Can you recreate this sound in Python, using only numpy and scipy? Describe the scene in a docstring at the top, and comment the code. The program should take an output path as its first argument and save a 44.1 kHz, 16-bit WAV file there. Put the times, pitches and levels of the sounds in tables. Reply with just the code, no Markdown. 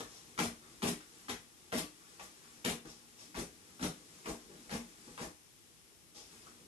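"""Barefoot kicks in a small room

Someone balances on one leg on a wooden floor and throws quick kicks. Each time the loose cotton trouser
leg snaps taut, billows with a dull thump and whips along the shin. Between kicks the cloth rustles, the
leg stirs the air and the standing foot shifts on the boards. Two microphones, far enough off for the
echoes to outweigh the direct sound, hear it over a faint hiss."""
import sys
import numpy as np
from scipy import signal
from scipy.fft import rfft, irfft
from scipy.io import wavfile
from scipy.ndimage import uniform_filter1d

SR = 44100
rng = np.random.default_rng(int(sys.argv[2]) if len(sys.argv) > 2 else 0)


def output_pcm(signal):
    """Save a mono or channel-first signal as 16-bit PCM at the path in sys.argv[1].

    Samples are clipped to [-1, 1] before scaling.
    """
    pcm = np.clip(np.atleast_2d(signal).T, -1, 1) * 32767
    wavfile.write(sys.argv[1], SR, np.round(pcm).astype(np.int16))


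N = 294279
TIME = np.arange(N) / SR

# kicks: start t/s, time to knee lock/s, billow rise/s, billow level/dB, billow f/Hz,
# crumple level/dB, whip level/dB
KICKS = [(-.03, 0.025, 0.028, -41.5, 266, -39, -42), (.381, 0.066, .015, -33.5, 232, -36.5, -37),
         (.824, 0.062, 0.0075, -31.5, 288, -37.5, -33.5), (1.287, 0.0099, 0.0081, -40.5, 245, -39, -40.5),
         (1.724, .063, 0.0083, -35, 259, -40.5, -34.5), (2.197, 0.045, 0.0091, -58, 293, -53.5, -50),
         (2.648, .051, 0.0036, -34.5, 230, -40, -34.5), (3.348, 0.052, .042, -38, 340, -44.5, -41.5),
         (3.798, 0.05, 0.044, -33.5, 162, -46.5, -38), (4.249, 0.049, 0.047, -39.5, 370, -50, -44),
         (4.698, 0.058, 0.049, -37.5, 197, -44.5, -45.5), (5.181, .044, 0.053, -42, 350, -46.5, -46)]
# each kick's main fold snapping taut: t/s, level/dB, f/Hz
SNAPS = [(.389, -25, 1980), (.827, -29.5, 3400), (1.295, -34, 2860), (1.725, -30.5, 775),
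         (2.196, -43, 1000), (2.648, -25.5, 3540), (3.35, -42, 820), (3.827, -32, 2210),
         (4.258, -35.5, 1060), (4.714, -37.5, 1140), (5.177, -44, 1350)]
# sole or cloth sliding: t/s, rise/s, fall/s, level/dB
SLIDES = [(.07, 0.093, 0.051, -55), (2.85, 0.05, 0.043, -52.5), (3.175, 0.039, 0.026, -52),
          (6.144, 0.016, .075, -50)]
# weight shifting on the boards: t/s, thud level/dB, creak level/dB, creak f/Hz
TREADS = [(.61, -66, -64, 1240), (1.002, -67, -55, 1410), (1.97, -74, -70, 1280), (2.416, -69, -64.5, 1220),
          (2.851, -44.5, -52.5, 1090), (4.494, -55.5, -64, 590), (5.069, -55.5, -60, 785),
          (6.463, -59, -54.5, 1310)]
# slow contour of the leg's movement: t/s, air level/dB, rustle level/dB
MOTION = [(0.0, -67.5, -62), (0.5, -64, -63), (1.21, -67, -62), (1.5, -68.5, -65), (2.49, -68.5, -61.5),
          (2.79, -61, -68), (2.97, -69, -64), (3.77, -65.5, -63), (3.86, -61, -62), (4.23, -66, -61.5),
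          (4.44, -62, -62), (5.22, -66, -61), (5.39, -73, -66.5), (6.2, -69.5, -69.5), (6.32, -64, -60),
          (6.67, -63, -65.5)]
# spectra of the sounds: f/Hz, level/dB
BILLOW_SPECTRUM = [(60, -47), (118, -8.5), (170, 4), (235, 0.5), (310, -2), (420, -4), (530, -9),
                   (680, -7.5), (1000, -16), (3000, -30)]
GUST_SPECTRUM = [(20, -15), (32, -17), (44, 2), (62, -6.5), (85, 1), (120, -9), (300, -28)]
CRUMPLE_SPECTRUM = [(150, -17.5), (450, -2), (800, -3.5), (1500, 0), (3000, -3), (4500, 2), (12000, -12.5)]  # also the boards' creak
WHIP_SPECTRUM = [(300, -0.5), (1000, -2.5), (2500, -6), (4300, -1), (6000, 1.5), (9000, 1.5), (12000, -2.5)]
SLIDE_SPECTRUM = [(500, -11), (1800, -20), (3500, -11), (5400, -3.5), (7500, -11), (12000, -21.5)]
AIR_SPECTRUM = [(20, -31), (45, -7.5), (65, -18), (90, -11), (120, -13), (170, -5), (300, -3.5),
                (420, -8.5), (560, -19.5), (1200, -28), (4000, -61)]  # also the boards' thud
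RUSTLE_SPECTRUM = [(200, -7), (600, -9.5), (1200, -0.5), (2000, -1), (3300, -1), (4400, 4), (5500, 3.5),
                   (8000, 3.5), (12000, -6.5)]
HISS_SPECTRUM = [(20, -11), (45, 7), (150, 15), (350, 3.5), (600, -1), (1500, -4), (5000, 4.5),
                 (12000, 0.5)]
# room resonances: f/Hz, width/Hz, lift/dB
ROOM_MODES = [(46.3, 4, 3), (173.2, 51, 7), (234.9, 15.4, 8), (302.3, 12, 8), (336, 31, 3.5), (411, 28, 5),
              (486, 41, 8.5), (543, 11, 0), (634, 27, 4.5), (724, 20, 3.5), (823, 61, 5), (1148, 16, 7)]
# the room's colour between resonances: f/Hz, level/dB
ROOM_COLOUR = [(100, -1), (170, -3), (480, -5), (900, -1.5), (1500, -0.5)]
# reverberation: f/Hz, T60/s
ROOM_T60 = [(60, 0.24), (200, 0.26), (500, 0.23), (1500, 0.28), (5000, 0.25), (12000, 0.23)]
# likeness of the echoes at the two microphones: f/Hz, correlation
MIC_LIKENESS = [(60, 0.96), (200, 1), (420, 0.97), (560, 0.17), (850, 0.57), (1100, 0.17), (1550, -0.42),
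                (2200, 0.1), (12000, -0.043)]
# each microphone's colour: f/Hz, level/dB
LEFT_MIC = [(60, 5), (190, -2.5), (400, 6), (1100, 6), (2000, 6), (3400, 5), (4500, -1.5), (5400, 4),
            (7200, 1), (9000, 0), (11500, 5)]
RIGHT_MIC = [(60, 3), (190, -2.5), (400, 1.75), (620, 3), (850, 2.8), (2000, 2), (3400, -3), (6000, -4),
             (7500, -1), (9200, 4), (11000, -0.5), (12000, -0.5)]


def from_db(db):
    """Decibels to gain."""
    return 10 ** (np.asarray(db) / 20)


def unit_rms(x):
    """Scale to rms 1."""
    return x / np.sqrt(np.mean(x ** 2) + 1e-20)


def at_hz(points, hz):
    """Read a table on a log-frequency axis."""
    f, value = np.transpose(points)
    return np.interp(np.log(np.maximum(hz, 1)), np.log(f), value)


def colour(x, spectrum, modes=(), keep_power=True):
    """Minimum-phase filter with the given spectrum and resonant lifts."""
    size = 16384
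    hz = np.fft.rfftfreq(size, 1 / SR)
    lift_db = sum(db / (1 + (2 * (hz - f) / width) ** 2) for f, width, db in modes)
    gain = from_db(at_hz(spectrum, hz) + lift_db)
    cepstrum = irfft(np.log(unit_rms(gain) if keep_power else gain))
    cepstrum[1:size // 2] *= 2
    cepstrum[size // 2 + 1:] = 0
    return signal.fftconvolve(x, irfft(np.exp(rfft(cepstrum))))[:N]


def flatten(spectrum):
    """Even a spectrum out to unit power over neighbouring bins."""
    return spectrum / np.sqrt(uniform_filter1d(uniform_filter1d(np.abs(spectrum) ** 2, 60), 60))


def noise(spectrum):
    """Steady noise with the given spectrum."""
    return colour(rng.standard_normal(N), spectrum)


def grains(spread_db):
    """Dense tiny contacts of uneven size, rms 1."""
    size = np.minimum(unit_rms(uniform_filter1d(rng.standard_normal(N), size=24)), 2)
    return unit_rms(rng.standard_normal(N) * from_db(spread_db * size))


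def swell(start, rise, fall, curve):
    """An envelope that grows to 1, then dies away."""
    age = TIME - start
    return np.clip(age / rise, 0, 1) ** curve * np.exp(-np.clip((age - rise) / fall, 0, 20))


def around_kicks(delay_s, width_s):
    """A smooth hump at the same offset from every kick."""
    return sum(np.exp(-((TIME - start - delay_s) / width_s) ** 2) for start, *_ in KICKS)


def burst(drive, shape, hz, q, broad):
    """One resonance plus some broadband drive, carrying the energy of the envelope."""
    push = drive * shape
    peak = signal.iirpeak(min(hz, SR / 4), max(q, hz / (SR / 5)), fs=SR)
    ring = signal.lfilter(*peak, push + 1e-18)
    return unit_rms(unit_rms(ring) + broad * unit_rms(push)) * np.sqrt(np.mean(shape ** 2))


def hiss():
    """A faint steady hiss, separate in each channel."""
    return from_db(-62.5) * np.array([noise(HISS_SPECTRUM) for channel in range(2)])


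def room_response(echo_db=8, build_s=0.00048, left_lag_s=0.00028):
    """Direct sound at the microphones, then dense echoes that die by band and are alike in the bass."""
    size = 32768
    t, hz = np.arange(size) / SR, np.fft.rfftfreq(size, 1 / SR)
    white = rfft(rng.standard_normal((2, size)))
    centres, t60s = np.transpose(ROOM_T60)
    tail = 0
    for t60, pick in zip(t60s, np.eye(len(centres))):
        band = irfft(white * np.interp(hz, centres, pick))
        tail += band * from_db(-60 * t / t60)
    mid, side = flatten(rfft(tail * (1 - np.exp(-t / build_s))))
    alike = np.clip(at_hz(MIC_LIKENESS, hz), -0.99, 0.99)
    echoes = np.sqrt((1 + alike) / 2) * mid + np.sqrt((1 - alike) / 2) * side * [[1], [-1]]
    direct = np.exp(-2j * np.pi * hz * np.array([[left_lag_s], [0]]))
    return irfft(flatten(direct + from_db(echo_db) * echoes))[:, :size // 2]


def room(source, patterns=9, step_s=0.016):
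    """The moving leg passes from one pattern of echoes to the next; the room's resonances stay."""
    out = 0
    for k in range(patterns):
        steps_away = np.abs((TIME / step_s - k + patterns / 2) % patterns - patterns / 2)
        share = np.cos(np.pi / 2 * np.minimum(steps_away, 1))
        out += signal.oaconvolve([source * share], room_response(), axes=1)[:, :N]
    return np.array([colour(x, ROOM_COLOUR, ROOM_MODES, keep_power=False) for x in out])


def moving_leg(rustle_contrast=1.55):
    """The leg stirs the air and rustles the cloth: more as it swings out, less once drawn back."""
    times, air_db, rustle_db = np.transpose(MOTION)
    rustle_db = rustle_db.mean() + rustle_contrast * (rustle_db - rustle_db.mean())
    swing = around_kicks(delay_s=-0.1, width_s=0.11)
    lull_db = -1.5 * around_kicks(delay_s=0.24, width_s=0.079)
    air = from_db(np.interp(TIME, times, air_db) - 2 + 3 * swing + lull_db) * rng.standard_normal(N)
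    rustle = from_db(np.interp(TIME, times, rustle_db) + 2 * swing + lull_db) * grains(spread_db=2)
    return colour(air, AIR_SPECTRUM) + colour(rustle, RUSTLE_SPECTRUM)


def standing_foot(firm_load_s=0.0083, firm_creak_db=-55.5):
    """The sole slides with a hiss; the boards thud and creak faintly under shifting weight."""
    slide = sum(from_db(db) * swell(start, rise, fall, curve=0.4) for start, rise, fall, db in SLIDES)
    out = colour(slide * rng.standard_normal(N), SLIDE_SPECTRUM)
    thud = noise(AIR_SPECTRUM)
    slips = colour(grains(spread_db=7.5), CRUMPLE_SPECTRUM)
    for start, thud_db, creak_db, hz in TREADS:
        load_s = firm_load_s * 2 ** ((firm_creak_db - creak_db) / 5)  # 5 dB gentler, twice as slow
        load = swell(start, load_s, load_s, curve=0.17)
        out += from_db(thud_db) * load * thud
        out += from_db(creak_db) * burst(slips, load, hz, q=3.4, broad=1.5)
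    return out


def fold_snaps(rise_s=0.0007, crack_db=18.5):
    """Folds catch, snap taut and flap back, each with a sharp crack and a moment of tearing noise."""
    # a fold catches just ahead of the kick; the main fold rebounds weaker and duller
    catches = [(start - 0.004, crumple_db + 2, 1300) for start, *_, crumple_db, _ in KICKS if start > 0]
    rebounds = [(start + 0.0105, db - 5, hz * 0.77) for start, db, hz in SNAPS]
    fibres = grains(spread_db=2)
    out = 0
    for start, db, hz in [*catches, *SNAPS, *rebounds]:
        drive = fibres.copy()
        drive[round((start + rise_s) * SR)] += from_db(crack_db)
        snap = swell(start, rise_s, fall=0.0032, curve=0.81)
        out += from_db(db) * burst(drive, snap, hz, q=1, broad=0.31)
    return out


def kicks(slack_s=0.016):
    """The trouser leg pushes a puff of air, crumples, and whips along the shin as the knee locks."""
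    puff = unit_rms(noise(BILLOW_SPECTRUM))
    gust = unit_rms(noise(GUST_SPECTRUM))
    weave = unit_rms(colour(grains(spread_db=4.5), WHIP_SPECTRUM))
    out, crumple = 0, 0
    for start, lock, rise, billow_db, billow_hz, crumple_db, whip_db in KICKS:
        fall = 0.06 * 0.5 ** (rise / 0.021)  # a billow that fills slowly collapses sooner
        taut = np.exp(-np.clip((TIME - start - lock) / slack_s - 0.7, 0, 20))  # slack after the whip
        billow = taut * swell(start, rise, fall, curve=0.75)
        out += from_db(billow_db) * burst(puff, billow, billow_hz, q=2.7, broad=1.97)
        gust_db = min(billow_db - 11, -49.5)  # the deep push of the whole leg
        out += from_db(gust_db) * burst(gust, billow, hz=64, q=0.33, broad=0.49)
        whip = swell(start, lock, fall=0.0071 + 0.26 * rise, curve=1.07)  # a softer kick drags it out
        whip_hz = 6000 * 2 ** (-0.13 * max(whip_db + 42, 0))  # above -42 dB, louder rings lower
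        out += from_db(whip_db) * burst(weave, whip, whip_hz, q=1.9, broad=2.6)
        crumple += from_db(crumple_db) * taut * swell(start, rise, 0.54 * fall, curve=0.26)
    return out + colour(crumple * grains(spread_db=7.5), CRUMPLE_SPECTRUM)


def scene():
    """Cloth, foot and air reach the microphones through the room, over the hiss."""
    person = kicks() + fold_snaps() + standing_foot() + moving_leg()
    return room(person) + hiss()


def record(dry, low_cut_hz=33, high_cut_hz=12100):
    """Each microphone has its own colour; the deepest bass is rolled off and the top cut steeply."""
    heard = np.array([colour(x, mic, keep_power=False) for x, mic in zip(dry, (LEFT_MIC, RIGHT_MIC))])
    heard = signal.sosfilt(signal.butter(3, low_cut_hz, "high", fs=SR, output="sos"), heard)
    return signal.sosfilt(signal.ellip(12, 0.2, 70, high_cut_hz, fs=SR, output="sos"), heard)


dry = scene()
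out = record(dry)
output_pcm(out)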